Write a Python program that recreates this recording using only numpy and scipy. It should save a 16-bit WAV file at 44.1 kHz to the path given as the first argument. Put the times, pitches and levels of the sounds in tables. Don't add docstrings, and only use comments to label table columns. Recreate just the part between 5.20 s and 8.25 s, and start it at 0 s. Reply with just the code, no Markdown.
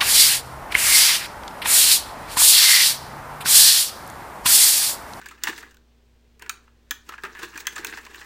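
import sys
import numpy as np
from scipy import signal
from scipy.fft import rfft, irfft
from scipy.io import wavfile
from scipy.ndimage import map_coordinates

SR = 44100
rng = np.random.default_rng(int(sys.argv[2]) if len(sys.argv) > 2 else 0)


def store_wav(level_fs):
    pcm = np.round(np.clip(np.atleast_2d(level_fs), -1, 1) * 32767)
    wavfile.write(sys.argv[1], SR, pcm.T.astype(np.int16))


def field_ratio(decibels):
    return 10 ** (np.asarray(decibels, dtype=float) / 20)


N = 134505


# pitch_hz, level_db
AIR_SPECTRUM = [(28, -8), (42, -32), (75, -10.5), (110, -12), (200, -22), (420, -16), (600, -25),
                (1200, -30), (3500, -32), (8000, -41), (11000, -49), (15000, -43.5)]
# pitch_hz, rms_db
HUM_TONES = [(59.2, -58.5), (236.9, -68.5)]
AIR_DB, HUM_WAVER_DB = -62.5, 0.1

# time_s, body_level_db, treble_level_db
FINGER_PRESSURE = [(0, -52, -59.5), (.14, -58, -60.5), (.19, -60, -65.5), (.23, -50, -59.5),
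                   (.3, -40, -47.5), (0.351, -62, -51), (0.38, -49.5, -43), (0.44, -49, -59),
                   (0.499, -64.5, -65), (.62, -94.5, -95), (1.19, -96, -83), (1.216, -49.5, -81),
                   (1.45, -73, -71), (1.55, -78.5, -90.5), (1.84, -75, -65), (1.888, -49.5, -60),
                   (1.94, -53.5, -62), (2.011, -64.5, -66), (2.059, -41, -57), (2.14, -56, -60.5),
                   (2.18, -47, -54.5), (2.238, -36.5, -42), (2.301, -53, -54), (2.34, -51.5, -58),
                   (2.401, -49.5, -42), (2.44, -54, -64), (2.54, -48, -49), (2.6, -45, -57),
                   (2.712, -43.5, -44.5), (2.82, -52.5, -56), (2.899, -51, -58), (2.96, -48, -53.5),
                   (3.05, -57, -54)]
RUSTLE_GRAINS_PER_S, RUSTLE_SPREAD_DB, CLUMP_DB = 2200, 0.5, 2.26
BOWL_RUMBLE_DB = -6.5

# pitch_hz, level_db
PAPER_SPECTRUM = [(350, -84), (600, -12.5), (685, -15.5), (902, -4.5), (1370, -5), (1690, 2.5),
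                  (2210, -6.5), (2710, -5.5), (3100, -12.5), (5000, -32), (6500, -81), (11000, -120)]
# pitch_hz, level_db
HISS_SPECTRUM = [(2060, -35), (3500, -0.5), (5570, -3.5), (7410, -4), (10300, -14.5), (14800, -14),
                 (16000, -5.5)]
# pitch_hz, level_db
BOWL_SPECTRUM = [(100, -10.5), (260, -2), (330, 4), (460, 0.5), (650, -26.5)]
GRAIN_EDGES_HZ = [500, 1000, 1500, 2200, 3200, 4700, 6800, 10000, 14000, 19000]

# pitch_hz, t60_s
ROOM_DECAY = [(300, 0.6), (1500, 0.31), (6000, 0.26), (14000, 0.17)]
ROOM_DB = -12

SLIPS_PER_S, SLIP_SPREAD_DB = 6300, 3
FIRST_SLIP_DB = 10.5
RING_CYCLES = 18

# start_s, level_db, treble_level_db, ring_hz, body_t60_s
SCRAPE_EVENTS = [(0.0139, -26, -42.5, 1508, 0.034), (0.058, -24, -31, 1635, 0.046),
                 (0.109, -29.5, -41.5, 1274, 0.074), (0.177, -40.5, -57, 2670, 0.05),
                 (0.253, -19, -30, 1750, 0.033), (0.27, -7.5, -22, 1800, 0.048),
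                 (0.279, -25.5, -28, 1620, 0.12), (0.292, -23, -46, 1790, 0.057),
                 (0.328, -23, -46, 1800, 0.03), (0.378, -27.5, -31.5, 1850, 0.057),
                 (0.426, -27, -41.5, 1520, 0.05), (1.221, -22, -30.5, 1610, 0.024),
                 (1.261, -26, -42.5, 1440, 0.03), (1.475, -43.5, -81, 1340, 0.058),
                 (1.89, -17, -27.5, 1295, 0.032), (1.9212, -26.5, -45, 1220, 0.06),
                 (1.937, -22, -49, 1370, 0.029), (1.979, -25.5, -49, 1610, 0.048),
                 (2.022, -45, -46, 2470, 0.032), (2.035, -18.5, -31.5, 1263, 0.055),
                 (2.049, -19, -39, 1400, 0.031), (2.149, -22.5, -43, 1760, 0.039),
                 (2.169, -25.5, -50, 1685, 0.019), (2.191, -25, -36, 1490, 0.055),
                 (2.23, -17.5, -26.5, 1590, 0.025), (2.356, -26, -38, 1665, 0.073),
                 (2.403, -28, -28, 2180, 0.026), (2.453, -27.5, -41, 1660, 0.031),
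                 (2.56, -20, -30, 1256, 0.068), (2.578, -28, -31.5, 1670, 0.099),
                 (2.724, -18, -45, 1650, 0.022), (2.736, -17.5, -56, 1580, 0.017),
                 (2.772, -21, -30.5, 1590, 0.036), (2.781, -26.5, -47, 1800, 0.052),
                 (2.85, -33.5, -38, 1770, 0.055), (2.864, -24, -38.5, 1023, 0.021),
                 (2.995, -32, -40, 1640, 0.043), (3.01, -30.5, -55, 1900, 0.15)]
SCRAPE_BODY_DB, SCRAPE_TREBLE_DB, SCRAPE_RING_DB = -10, -3.34, -1
SCRAPE_RISE_S, SCRAPE_TREBLE_T60_RATIO = 0.0011, 0.87

# start_s, level_db, treble_level_db, ring_hz, upper_ring_hz, body_t60_s
SNAP_EVENTS = [(0.0862, -32.5, -33, 2300, 2600, 0.032), (0.2356, -17.5, -10.5, 1960, 2890, 0.048),
               (0.509, -49, -48, 1560, 2750, 0.096), (0.544, -47, -44, 1480, 2830, 0.028),
               (0.569, -44, -45, 1525, 3880, 0.019), (1.195, -41, -38.5, 1807, 2400, 0.032),
               (1.2945, -16, -12.5, 1354, 2454, 0.033), (1.7088, -17, -12.5, 1680, 3290, 0.045),
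               (2.376, -23.5, -25, 1780, 2400, 0.039), (2.469, -14.5, -13.5, 1680, 3330, 0.043),
               (2.557, -28, -42, 7340, 7300, 0.025), (2.647, -16, -14.5, 1556, 2630, 0.021),
               (2.669, -33, -20.5, 1710, 2640, 0.025), (2.945, -28.5, -35, 1750, 2770, 0.024),
               (2.957, -32.5, -35, 1590, 3150, 0.025)]
# pitch_hz, level_db
CRISP_SPECTRUM = [(2060, -21), (3500, -6.5), (5060, -8), (6700, -3), (10900, -14.5), (11600, -18.5),
                  (14500, -7.5), (16000, -6)]
SNAP_BODY_DB, SNAP_TREBLE_DB, SNAP_RING_DB, SNAP_UPPER_RING_DB = -8, -4.5, -2, -2.5
SNAP_RISE_S, SNAP_TREBLE_T60_RATIO = 0.00015, 0.55
SNAP_LOW_HZ = 893

# start_s, level_db, pitch_hz
THUD_EVENTS = [(0.242, -37.5, 362), (0.29, -29, 320), (1.715, -42, 288), (1.891, -37.5, 375),
               (2.038, -31, 382), (2.356, -38.5, 298), (2.593, -34.5, 351), (2.683, -39.5, 305),
               (2.041, -47.5, 152)]
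THUD_T60_S, THUD_RISE_S = 0.061, 0.00043


def unit(x):
    return x / np.sqrt(np.mean(x ** 2) + 1e-20)


def along(points, hz):
    f, v = np.transpose(points)
    return np.interp(np.log(hz + 1), np.log(f + 1), v)


def wobble(rate):
    knots = rng.standard_normal(SR // 100)
    return map_coordinates(knots, [np.arange(N) * rate / SR], mode="mirror")


def coloured(x, spectrum):
    size = 8192
    level_db = np.maximum(along(spectrum, np.fft.rfftfreq(size, 1 / SR)), -90)
    cepstrum = irfft(np.log(field_ratio(level_db)))
    cepstrum[1:size // 2] *= 2
    cepstrum[size // 2 + 1:] = 0
    pulse = irfft(np.exp(rfft(cepstrum)))[:size // 2]
    return signal.fftconvolve(x, pulse / np.linalg.norm(pulse))[:N]


def add(track, start_s, sound):
    track[round(start_s * SR):][:len(sound)] += sound


def slips(shape, per_s, spread_db):
    happens = rng.random(shape) < per_s / SR
    size = np.minimum(rng.exponential(1, shape), 3.5)
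    sign = rng.standard_normal(shape)
    return unit(happens * field_ratio(spread_db * size) * sign + 0.003 * sign)


def grains(envelope, per_s, spread_db, wander_db):
    bands = list(zip(GRAIN_EDGES_HZ, GRAIN_EDGES_HZ[1:]))
    out = np.zeros(len(envelope))
    for band, clicks in zip(bands, slips((len(bands), len(envelope)), per_s, spread_db)):
        level = envelope * field_ratio(wander_db * wobble(55))
        sos = signal.butter(2, band, "band", fs=SR, output="sos")
        out += signal.sosfilt(sos, level * clicks)
    return out


def background():
    out = field_ratio(AIR_DB) * coloured(rng.standard_normal(N), AIR_SPECTRUM)
    t = np.arange(N) / SR
    for hz, rms_db in HUM_TONES:
        level = np.sqrt(2) * field_ratio(rms_db + HUM_WAVER_DB * wobble(12.36))
        out += level * np.sin(2 * np.pi * (hz * t + rng.random()))
    return out


def rustle():
    time_s, body_db, treble_db = np.transpose(FINGER_PRESSURE)
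    t = np.arange(N) / SR
    clumps_db = CLUMP_DB * wobble(70)
    body_level = field_ratio(np.interp(t, time_s, body_db) + clumps_db)
    treble_level = field_ratio(np.interp(t, time_s, treble_db) + clumps_db)
    rumble = body_level * field_ratio(BOWL_RUMBLE_DB) * rng.standard_normal(N)
    body = grains(body_level, RUSTLE_GRAINS_PER_S, RUSTLE_SPREAD_DB, wander_db=2.5)
    treble = grains(treble_level, RUSTLE_GRAINS_PER_S, RUSTLE_SPREAD_DB, wander_db=2.5)
    return coloured(body, PAPER_SPECTRUM) + coloured(treble, HISS_SPECTRUM) + coloured(rumble, BOWL_SPECTRUM)


def room(x):
    out, step = np.zeros(N + SR), SR // 10
    for k in range(0, N, step):
        hz, t, z = signal.stft(rng.standard_normal(SR // 2), SR, nperseg=256)
        decay = field_ratio(-60 * t / along(ROOM_DECAY, hz)[:, None])
        tail = signal.istft(z * decay, SR, nperseg=256)[1]
        answer = signal.fftconvolve(x[k:k + step], tail / np.linalg.norm(tail))
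        add(out, k / SR + 0.004, answer)
    return out[:N]


def ringing(x, hz):
    t = np.arange(SR // 20) / SR
    mode = t * field_ratio(-60 * t * hz / RING_CYCLES) * np.sin(2 * np.pi * hz * t)
    return signal.fftconvolve(x, mode)


def flurries(events, rise_s, body_db, treble_db, treble_spectrum, treble_t60_ratio):
    body, treble, ring, first_body, first_treble = np.zeros((5, N + SR))
    t = np.arange(SR // 5) / SR
    rise = 1 - np.exp(-t / rise_s)
    for start_s, level_db, treble_level_db, t60_s, rings in events:
        low_db, high_db = level_db + body_db, treble_level_db + treble_db
        shape = field_ratio(low_db - 60 * t / t60_s) * rise
        add(body, start_s, shape)
        add(treble, start_s, field_ratio(high_db - 60 * t / (t60_s * treble_t60_ratio)) * rise)
        at, sign = round((start_s + rise_s) * SR), rng.choice([-1, 1])
        first_body[at] = sign * field_ratio(low_db + FIRST_SLIP_DB)
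        first_treble[at] = sign * field_ratio(high_db + FIRST_SLIP_DB)
        clicks = shape * slips(len(t), SLIPS_PER_S, SLIP_SPREAD_DB)
        for hz, ring_db in rings:
            sound = ringing(clicks, hz)
            add(ring, start_s, field_ratio(ring_db) * sound * np.linalg.norm(shape) / np.linalg.norm(sound))
    low = grains(body[:N], SLIPS_PER_S, SLIP_SPREAD_DB, wander_db=1.0) + first_body[:N]
    high = grains(treble[:N], SLIPS_PER_S, SLIP_SPREAD_DB, wander_db=1.0) + first_treble[:N]
    return coloured(low, PAPER_SPECTRUM) + coloured(high, treble_spectrum) + ring[:N]


def scrapes():
    events = [(start_s, level_db, treble_level_db, t60_s, [(hz, SCRAPE_RING_DB)])
              for start_s, level_db, treble_level_db, hz, t60_s in SCRAPE_EVENTS]
    return flurries(events, SCRAPE_RISE_S, SCRAPE_BODY_DB, SCRAPE_TREBLE_DB,
                    HISS_SPECTRUM, SCRAPE_TREBLE_T60_RATIO)


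def snaps():
    events = [(start_s, level_db, treble_level_db, t60_s, [(hz, SNAP_RING_DB), (upper_hz, SNAP_UPPER_RING_DB)])
              for start_s, level_db, treble_level_db, hz, upper_hz, t60_s in SNAP_EVENTS]
    full = flurries(events, SNAP_RISE_S, SNAP_BODY_DB, SNAP_TREBLE_DB,
                    CRISP_SPECTRUM, SNAP_TREBLE_T60_RATIO)
    return signal.sosfilt(signal.butter(4, SNAP_LOW_HZ, "high", fs=SR, output="sos"), full)


def thuds():
    out, t = np.zeros(N + SR), np.arange(SR // 4) / SR
    rise = 1 - np.exp(-t / THUD_RISE_S)
    for start_s, level_db, hz in THUD_EVENTS:
        add(out, start_s, field_ratio(level_db - 60 * t / THUD_T60_S) * rise * np.sin(2 * np.pi * hz * t))
    return out[:N]


def scene():
    near = rustle() + scrapes() + snaps() + thuds()
    mix = near + field_ratio(ROOM_DB) * room(near) + background()
    return mix[None]


def roll_off(x):
    return signal.sosfilt(signal.butter(12, 17110, fs=SR, output="sos"), x)


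def record(dry):
    low_pass = signal.ellip(10, 0.5, 70, 16000, fs=SR, output="sos")
    mix = signal.sosfilt(low_pass, dry)
    return roll_off(mix)


dry = scene()
out = record(dry)
store_wav(out)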